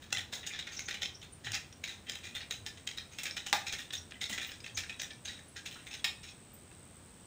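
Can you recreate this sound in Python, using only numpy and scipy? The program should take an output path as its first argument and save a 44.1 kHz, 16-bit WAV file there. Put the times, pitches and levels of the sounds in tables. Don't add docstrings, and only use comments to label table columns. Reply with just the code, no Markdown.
import sys
import numpy as np
from scipy import signal
from scipy.fft import rfft, irfft
from scipy.io import wavfile
from scipy.ndimage import uniform_filter1d

SR = 44100
rng = np.random.default_rng(int(sys.argv[2]) if len(sys.argv) > 2 else 0)


def int16_out(signal):
    q = np.round(np.clip(np.atleast_2d(signal).T, -1, 1) * 32767)
    wavfile.write(sys.argv[1], SR, q.astype(np.int16))


N = 320166
TIME = np.arange(N) / SR
TAPS = 4096
HZ = np.fft.rfftfreq(TAPS, 1 / SR)


def amp(db):
    return 10 ** (np.asarray(db) / 20)


def unit(x):
    return x / np.sqrt(np.mean(x ** 2) + 1e-20)


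def curve(points, hz):
    point_hz, value = np.transpose(points)
    return np.interp(np.log(hz + 1), np.log(point_hz + 1), value)


def resonance(hz, width_hz):
    return 1 / (1 + (2 * (HZ - hz) / width_hz) ** 2)


def shelf(hz, order):
    return 1 - 1 / (1 + (HZ / hz) ** order)


def add(mix, start, sound):
    part = mix[max(round(start * SR), 0):][:len(sound)]
    part += sound[:len(part)]


def colour(x, db):
    log_gain = np.log(amp(np.r_[db, db[-2:0:-1]]))
    response = np.fft.ifft(np.exp(np.conj(signal.hilbert(log_gain)))).real
    return signal.fftconvolve(x, response[:TAPS // 2])[:len(x)]


def noise(spectrum):
    gain = amp(curve(spectrum, np.fft.rfftfreq(N, 1 / SR)))
    return unit(irfft(rfft(rng.standard_normal(N)) * gain, N))


# frequency in Hz, relative spectral density in dB.
GARDEN_SPECTRUM = [(20, -39), (40, -9), (75, 0.5), (120, -1.5), (230, -4.5), (450, -11.5), (1000, -17),
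                   (2000, -20), (3700, -22), (4600, -25.5), (9000, -27), (11500, -42.5), (16000, -43)]

def garden(level_db=-57):
    return amp(level_db) * noise(GARDEN_SPECTRUM)


# frequency in Hz, relative spectral density in dB.
WHINE_SPECTRUM = [(5500, -46), (7000, -21), (7700, -16), (8250, -3), (8650, -11.5), (9000, -21),
                  (9550, -11.5), (10200, -34), (12000, -39)]
# time in seconds, level in dB.
WHINE_ENVELOPE = [(0, -89), (.9, -75.5), (2.5, -65.5), (3.6, -66), (6, -63.5), (7.2, -62)]

def camera(hum_hz=86.8, hum_db=-67, steady_db=-2, pulse_width=0.16):
    cycles = hum_hz * TIME
    hum = amp(hum_db) * np.sqrt(2) * np.sin(2 * np.pi * cycles)
    pulse = np.exp(-(((cycles - .4) % 1 - .5) / pulse_width) ** 2)
    steady = unit(colour(rng.standard_normal(N), 20 * np.log10(resonance(8250, width_hz=800))))
    pulsing = unit(noise(WHINE_SPECTRUM) * pulse)
    whine = unit(pulsing + amp(steady_db) * steady)
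    return hum + whine * amp(np.interp(TIME, *np.transpose(WHINE_ENVELOPE)))


# mean delay in seconds, gain relative to the direct sound.
REFLECTIONS = [(.0016, 0.18), (.0043, 0.18), (.0062, 0.18), (0.013, 0.078)]
# frequency in Hz, time to fall 60 dB in seconds.
REVERB_TIMES = [(200, 0.28), (800, 0.42), (2000, 0.29), (4000, 0.28), (7000, 0.28), (14000, 0.27)]

def patio(x, tail_db, build_s=0.0084):
    hz, t, bands = signal.stft(rng.standard_normal(4 * TAPS), SR, nperseg=256)
    decay = amp(-60 * t / curve(REVERB_TIMES, hz)[:, None])
    tail = signal.istft(bands * decay, SR, nperseg=256)[1]
    tail *= 1 - np.exp(-(TIME[:len(tail)] / build_s) ** 2)
    response = amp(tail_db) * tail / np.linalg.norm(tail)
    response[0] += 1
    for delay, gain in REFLECTIONS:
        response[round(delay * rng.uniform(.8, 1.2) * SR)] += gain
    heard = signal.fftconvolve(x, response)
    return heard * np.linalg.norm(x) * np.linalg.norm(response) / np.linalg.norm(heard)


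# time of greatest speed in seconds, level in dB.
FAST_SWINGS = [(0.192, -52), (1.505, -49.5), (2.649, -53.5), (4, -56.5), (4.773, -52)]

def whooshes(length_s=.19, base_hz=104.1, base_db=-51, hz_per_db=3, fall=0.21, flutter=0.06):
    out = np.zeros(N)
    passage = np.linspace(-1, 1, round(length_s * SR))
    swell = (1 + np.cos(np.pi * passage)) / np.sqrt(2)
    for middle, db in FAST_SWINGS:
        hz = base_hz + hz_per_db * (db - base_db)
        eddies = unit(uniform_filter1d(rng.standard_normal(SR), 400))[:len(passage)]
        cycles = np.cumsum(hz * (1 - fall * passage + flutter * eddies)) / SR
        add(out, middle - length_s / 2, amp(db) * np.sin(2 * np.pi * cycles) * swell)
    return out


def contact(length_s, body_db, grain_db, rise, blow=0):
    t = np.arange(2 * TAPS) / SR
    grains = np.repeat(amp(grain_db * rng.standard_normal(len(t) // 16)), 16)
    envelope = (1 - np.exp(-t / (rise * length_s))) * np.exp(-t / length_s)
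    force = rng.standard_normal(len(t)) * grains * envelope
    force[0] -= blow * np.linalg.norm(force)
    return unit(colour(force, body_db)) * np.sqrt(0.01 * SR / len(t))


# frequency in Hz, relative spectral density in dB.
PAT_SPECTRUM = [(60, -31), (200, -1), (420, -7), (800, -7), (2500, -17), (12000, -73)]
# start in seconds, level in dB.
PATS = [(0.326, -49.5), (.884, -64), (3.529, -42), (4.298, -46.5), (4.776, -62)]

def pats():
    out = np.zeros(N)
    for start, db in PATS:
        pat = contact(0.005, curve(PAT_SPECTRUM, HZ), grain_db=2, rise=0.23)
        add(out, start, amp(db) * patio(pat, tail_db=-0.5))
    return out


# start in seconds, level in dB, pitch in Hz.
SQUEAKS_AND_CHIRPS = [(0.5, -47, 2400), (.763, -45, 5730), (.795, -47.5, 6430), (0.853, -49.5, 6300),
                      (1.142, -52.5, 5670), (1.321, -54, 9000), (1.46, -46, 3230), (1.464, -48.5, 1745),
                      (3.943, -43.5, 3700), (3.972, -48.5, 5740), (4.466, -68, 15400), (4.745, -47.5, 6310),
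                      (5.024, -48.5, 5880), (5.246, -47.5, 6360), (5.479, -62, 10500), (5.754, -55.5, 1486),
                      (6.532, -65, 14200)]

def squeaks_and_chirps(length_s=0.023, waver_hz=260):
    out, t = np.zeros(N), TIME[:round(length_s * SR)]
    for start, db, hz in SQUEAKS_AND_CHIRPS:
        waver = unit(uniform_filter1d(rng.standard_normal(TAPS), 40))[:len(t)]
        cycles = np.cumsum(hz + waver_hz * waver) / SR
        note = np.sin(2 * np.pi * cycles) * np.sin(np.pi * t / length_s)
        add(out, start, amp(db) * patio(unit(note), tail_db=-6))
    return out


# frequency in Hz, width in Hz, lift in dB.
HANDLE_RESONANCES = [(796, 135, 17), (877, 100, 3), (1680, 34, 0.5), (1843, 160, 5), (2026, 99, 2),
                     (2432, 200, 5), (2700, 135, 4), (3270, 140, 3), (3705, 730, 4), (5310, 270, 3.5),
                     (6550, 520, 5.5)]

def handle_db():
    return sum(db * resonance(hz, width_hz) for hz, width_hz, db in HANDLE_RESONANCES)


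def hollowness(hz, hollow_db, edge_hz=1750):
    return hollow_db / (1 + (hz / edge_hz) ** 8)


# frequency in Hz, relative spectral density in dB.
WOOD_SPECTRUM = [(100, -39), (300, -25), (600, -7.5), (850, -2.5), (1200, 2), (1500, 3.5), (2800, 0.5),
                 (3900, 3), (4450, -1.5), (5300, -1), (6100, -7.5), (7300, -7), (9000, -14.5), (12500, -25),
                 (16000, -26)]

def crack(length_s, hollow_db, treble_db, ring_hz):
    wood_db = curve(WOOD_SPECTRUM, HZ) + handle_db() + 5 * resonance(ring_hz, width_hz=170)
    tone_db = hollowness(HZ, hollow_db) + treble_db * shelf(4200, order=8)
    return contact(length_s, wood_db + tone_db, grain_db=0.5, rise=.08, blow=0.0012 / length_s)


# frequency in Hz, relative level in dB, 60 dB decay in seconds.
BENDING_MODES = [(461, -20, 0.071), (612, -19, 0.23), (830, -23, .2), (950, -12, 0.21), (1020, -13, .14),
                 (1185, -12.5, 0.092), (1390, -11, 0.14), (2560, -28, 1), (3730, -26.5, 1)]
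# start in seconds, level in dB, contact time in seconds,
# hollowness in dB, treble in dB, ring frequency in Hz.
HANDLE_HITS = [(3.5285, -24.5, 0.0023, -1.5, 2, 4060), (6.0432, -28, 0.0064, -14, -2, 2520)]

def clacks(rebound_s=.0054, rebound_db=-6.5, rebound_hollow_db=6.5):
    out, t = np.zeros(N), TIME[:SR]
    for start, db, length_s, hollow_db, treble_db, ring_hz in HANDLE_HITS:
        blows = crack(length_s, hollow_db, treble_db, ring_hz)
        rebound = crack(length_s, hollow_db + rebound_hollow_db, treble_db, ring_hz)
        add(blows, rebound_s, amp(rebound_db) * rebound)
        add(out, start, amp(db) * patio(blows, tail_db=-3.5))
        for hz, mode_db, t60 in BENDING_MODES:
            envelope = amp(db + mode_db + hollowness(hz, hollow_db) - 60 * t / t60)
            add(out, start, envelope * np.sin(2 * np.pi * hz * t))
    return out


# frequency in Hz, relative spectral density in dB.
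LINK_SPECTRUM = [(100, -10), (560, -12.5), (810, -23), (1050, -18.5), (1400, -5), (1900, -3.5),
                 (2900, -3.5), (3950, 0), (4450, -10), (5300, -6.5), (6900, -8), (7600, -11), (9000, -17.5),
                 (12000, -31.5), (16000, -31)]

def link_db(ring_hz, ring_db, clink_db=4.5):
    clinks = sum(resonance(hz, width_hz=140) for hz in 1500 * 5 ** rng.random(size=3))
    ring = resonance(ring_hz, width_hz=220)
    return curve(LINK_SPECTRUM, HZ) + handle_db() + ring_db * ring + clink_db * clinks


def edge_db(bright_db, snap_db):
    return bright_db * shelf(4130, order=10) + (snap_db - bright_db) * shelf(6850, order=10)


def link_tick(slip_s, bright_db, snap_db, low_hz=1700, high_hz=6500):
    ring_hz = low_hz * (high_hz / low_hz) ** rng.random()
    body_db = link_db(ring_hz, ring_db=16.5) + edge_db(bright_db, snap_db)
    return contact(slip_s, body_db, grain_db=1.5, rise=.15, blow=0.00087 / slip_s)


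def slack_chain(count=16, from_s=0.02, to_s=6.0, level_db=-52.5):
    out = np.zeros(N)
    for k in range(count):
        start = from_s + (to_s - from_s) * (k + rng.random()) / count
        add(out, start, amp(level_db) * link_tick(slip_s=0.0052, bright_db=4, snap_db=0))
    return patio(out, tail_db=-7.0)[:N]


def link_slip(slip_s, bright_db, snap_db, ring_hz, lead_s, scrape_db=-18.5, bite_s=0.0027):
    body_db = link_db(ring_hz, ring_db=9.5)
    sound = amp(scrape_db) * contact(0.0049, body_db, grain_db=6.5, rise=0.23)
    rise = min(bite_s / slip_s, .25)
    burst = contact(slip_s, body_db, grain_db=5.5, rise=rise, blow=0.00059 / slip_s)
    add(sound, lead_s, burst)
    return colour(sound, edge_db(bright_db, snap_db))


# time in seconds, level in dB before the treble shelves,
# slip time in seconds, brightness in dB, snap in dB, ring frequency in Hz.
CHAIN_CATCHES = [(.018, -50, 0.019, -5, 6, 1650), (0.1257, -31, 0.003, 3, 5.5, 5590),
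                 (0.17, -35.5, 0.0042, 0, -2, 3100), (.182, -36, 0.005, -10, 4, 3430),
                 (0.325, -37.5, 0.033, 4, 8, 3820), (.43, -44.5, 0.012, -9, -16, 1960),
                 (0.464, -39.5, 0.018, 3.5, 7.5, 6750), (0.524, -39, 0.054, 3, -13, 3470),
                 (0.589, -37, 0.0078, -2, -2.5, 3770), (.666, -40.5, .02, -1, -3, 1880),
                 (.717, -44, 0.058, 4, 2, 6200), (0.792, -40, 0.0015, 2, 2, 2300),
                 (.882, -37, 0.012, 0.5, 0.5, 2280), (.908, -38.5, 0.0091, -2, -3, 3720),
                 (.94, -39, 0.011, -4, -2, 2970), (1.017, -32, 0.024, 3.5, -0.5, 3150),
                 (1.225, -47.5, 0.015, -7, 3, 3660), (1.443, -41, 0.03, 3.5, 3, 1910),
                 (1.467, -40, .0065, -26, -23, 1710), (1.519, -42, 0.0012, 0, 7.5, 4770),
                 (1.531, -34.5, 0.013, 3, -1, 4670), (1.547, -35, 0.0074, -1, 3.5, 2070),
                 (1.838, -37, 0.0044, 2, 0.5, 2250), (1.875, -39, 0.039, 0, 2, 3870),
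                 (2.067, -41.5, 0.055, -7, -4, 3150), (2.0968, -39, 0.0018, 6, 7, 5200),
                 (2.154, -42.5, 0.0024, -5, 7, 3900), (2.233, -41, 0.047, 1.5, 2, 2460),
                 (2.349, -35.5, 0.018, -7, 2.5, 3600), (2.404, -43, 0.015, 3, -24, 2700),
                 (2.508, -34.5, 0.0075, -1, 4, 3970), (2.661, -39.5, 0.016, 0, 3.5, 5400),
                 (2.773, -51.5, 0.0068, -1, -2, 3340), (2.872, -35.5, 0.0057, 0, 2, 3200),
                 (2.9736, -43, 0.0035, 2, 8, 3760), (2.983, -42, 0.0015, 10, -28, 4050),
                 (3.116, -50, 0.039, -1, 3, 6430), (3.185, -39, 0.0076, -0.5, 8, 5430),
                 (3.233, -42, .005, 1.5, 14.5, 2400), (3.251, -35.5, 0.021, 1, 0, 2330),
                 (3.31, -48, 0.0014, 11, -1, 5430), (3.366, -36.5, 0.0099, 3.5, 3, 3030),
                 (3.462, -38.5, 0.011, 1.5, 5, 2940), (3.665, -35.5, .016, 3, 1.5, 2400),
                 (3.723, -35, 0.014, 0.5, 2.5, 6700), (3.783, -39.5, .028, -1.5, 5, 3550),
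                 (3.906, -43.5, 0.0026, 2, -12, 3440), (3.93, -37, 0.0098, 3, 7, 3540),
                 (4.12, -45.5, 0.0026, -10, -19, 1660), (4.212, -35, 0.014, 3, 4, 2110),
                 (4.241, -41.5, 0.00071, 11, 7, 3890), (4.294, -40.5, 0.018, 1, 14, 2140),
                 (4.324, -37, 0.018, 7, 5, 1990), (4.378, -35, .0057, -3, -4, 2380),
                 (4.41, -37, 0.059, 1, 4, 2410), (4.488, -46.5, 0.0082, -4, -10, 2960),
                 (4.518, -48, 0.0015, 8, 0, 5280), (4.641, -45, 0.0082, 4, -1, 2630),
                 (4.662, -43.5, 0.0039, -7, -2, 2580), (4.771, -34.5, 0.013, 6, 7, 2310),
                 (4.835, -44.5, 0.0037, -1, -18, 3950), (4.893, -39, .0095, -2.5, -2, 2490),
                 (4.996, -39, 0.0043, 2, 0, 6100), (5.016, -37.5, 0.0057, -5.5, 6.5, 5700),
                 (5.104, -45.5, .01, 2, -18, 3270), (5.252, -42.5, 0.004, -5, 2, 6160),
                 (5.273, -37.5, 0.057, -2, -2, 3820), (5.561, -43, 0.016, 5, 0, 1630),
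                 (5.657, -40, 0.012, 2.5, 5, 2610), (5.709, -44, 0.073, -3.5, 4, 3000),
                 (5.866, -45.5, 0.01, -1, 4.5, 2100), (5.908, -43, 0.029, -1, 0, 2570),
                 (5.938, -42, 0.0094, 2, 1, 2000), (6.231, -47, 0.027, 2, 3, 5430),
                 (6.28, -49.5, 0.02, 4, 0, 2540), (6.715, -60, 0.0021, -11, -8, 2590)]

def chain(lead_s=.005, bounces=2, gap_s=0.016, bounce_db=-8, fall_db=-3.5):
    out = np.zeros(N)
    for catch_s, db, slip_s, bright_db, snap_db, ring_hz in CHAIN_CATCHES:
        rattle = link_slip(slip_s, bright_db, snap_db, ring_hz, lead_s)
        delays = lead_s + np.cumsum(gap_s * (.5 + rng.random(size=bounces)))
        for k, delay in enumerate(delays):
            tick = link_tick(slip_s=.002, bright_db=bright_db + 3, snap_db=snap_db - 2)
            add(rattle, delay, amp(bounce_db + k * fall_db) * tick)
        add(out, catch_s - lead_s, amp(db) * patio(rattle, tail_db=-5.0))
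    return out


def scene():
    mix = garden() + chain() + slack_chain() + clacks() + pats() + squeaks_and_chirps()
    return (mix + whooshes() + camera())[None]


def record(dry, peak_db=15, peak_hz=15100, cutoff_hz=15650):
    heard = colour(dry[0], peak_db * resonance(peak_hz, width_hz=1300))
    lowpass = signal.firwin(511, cutoff_hz, window=("kaiser", 9), fs=SR)
    return signal.oaconvolve(heard, lowpass, "same")[None]


dry = scene()
out = record(dry)
int16_out(out)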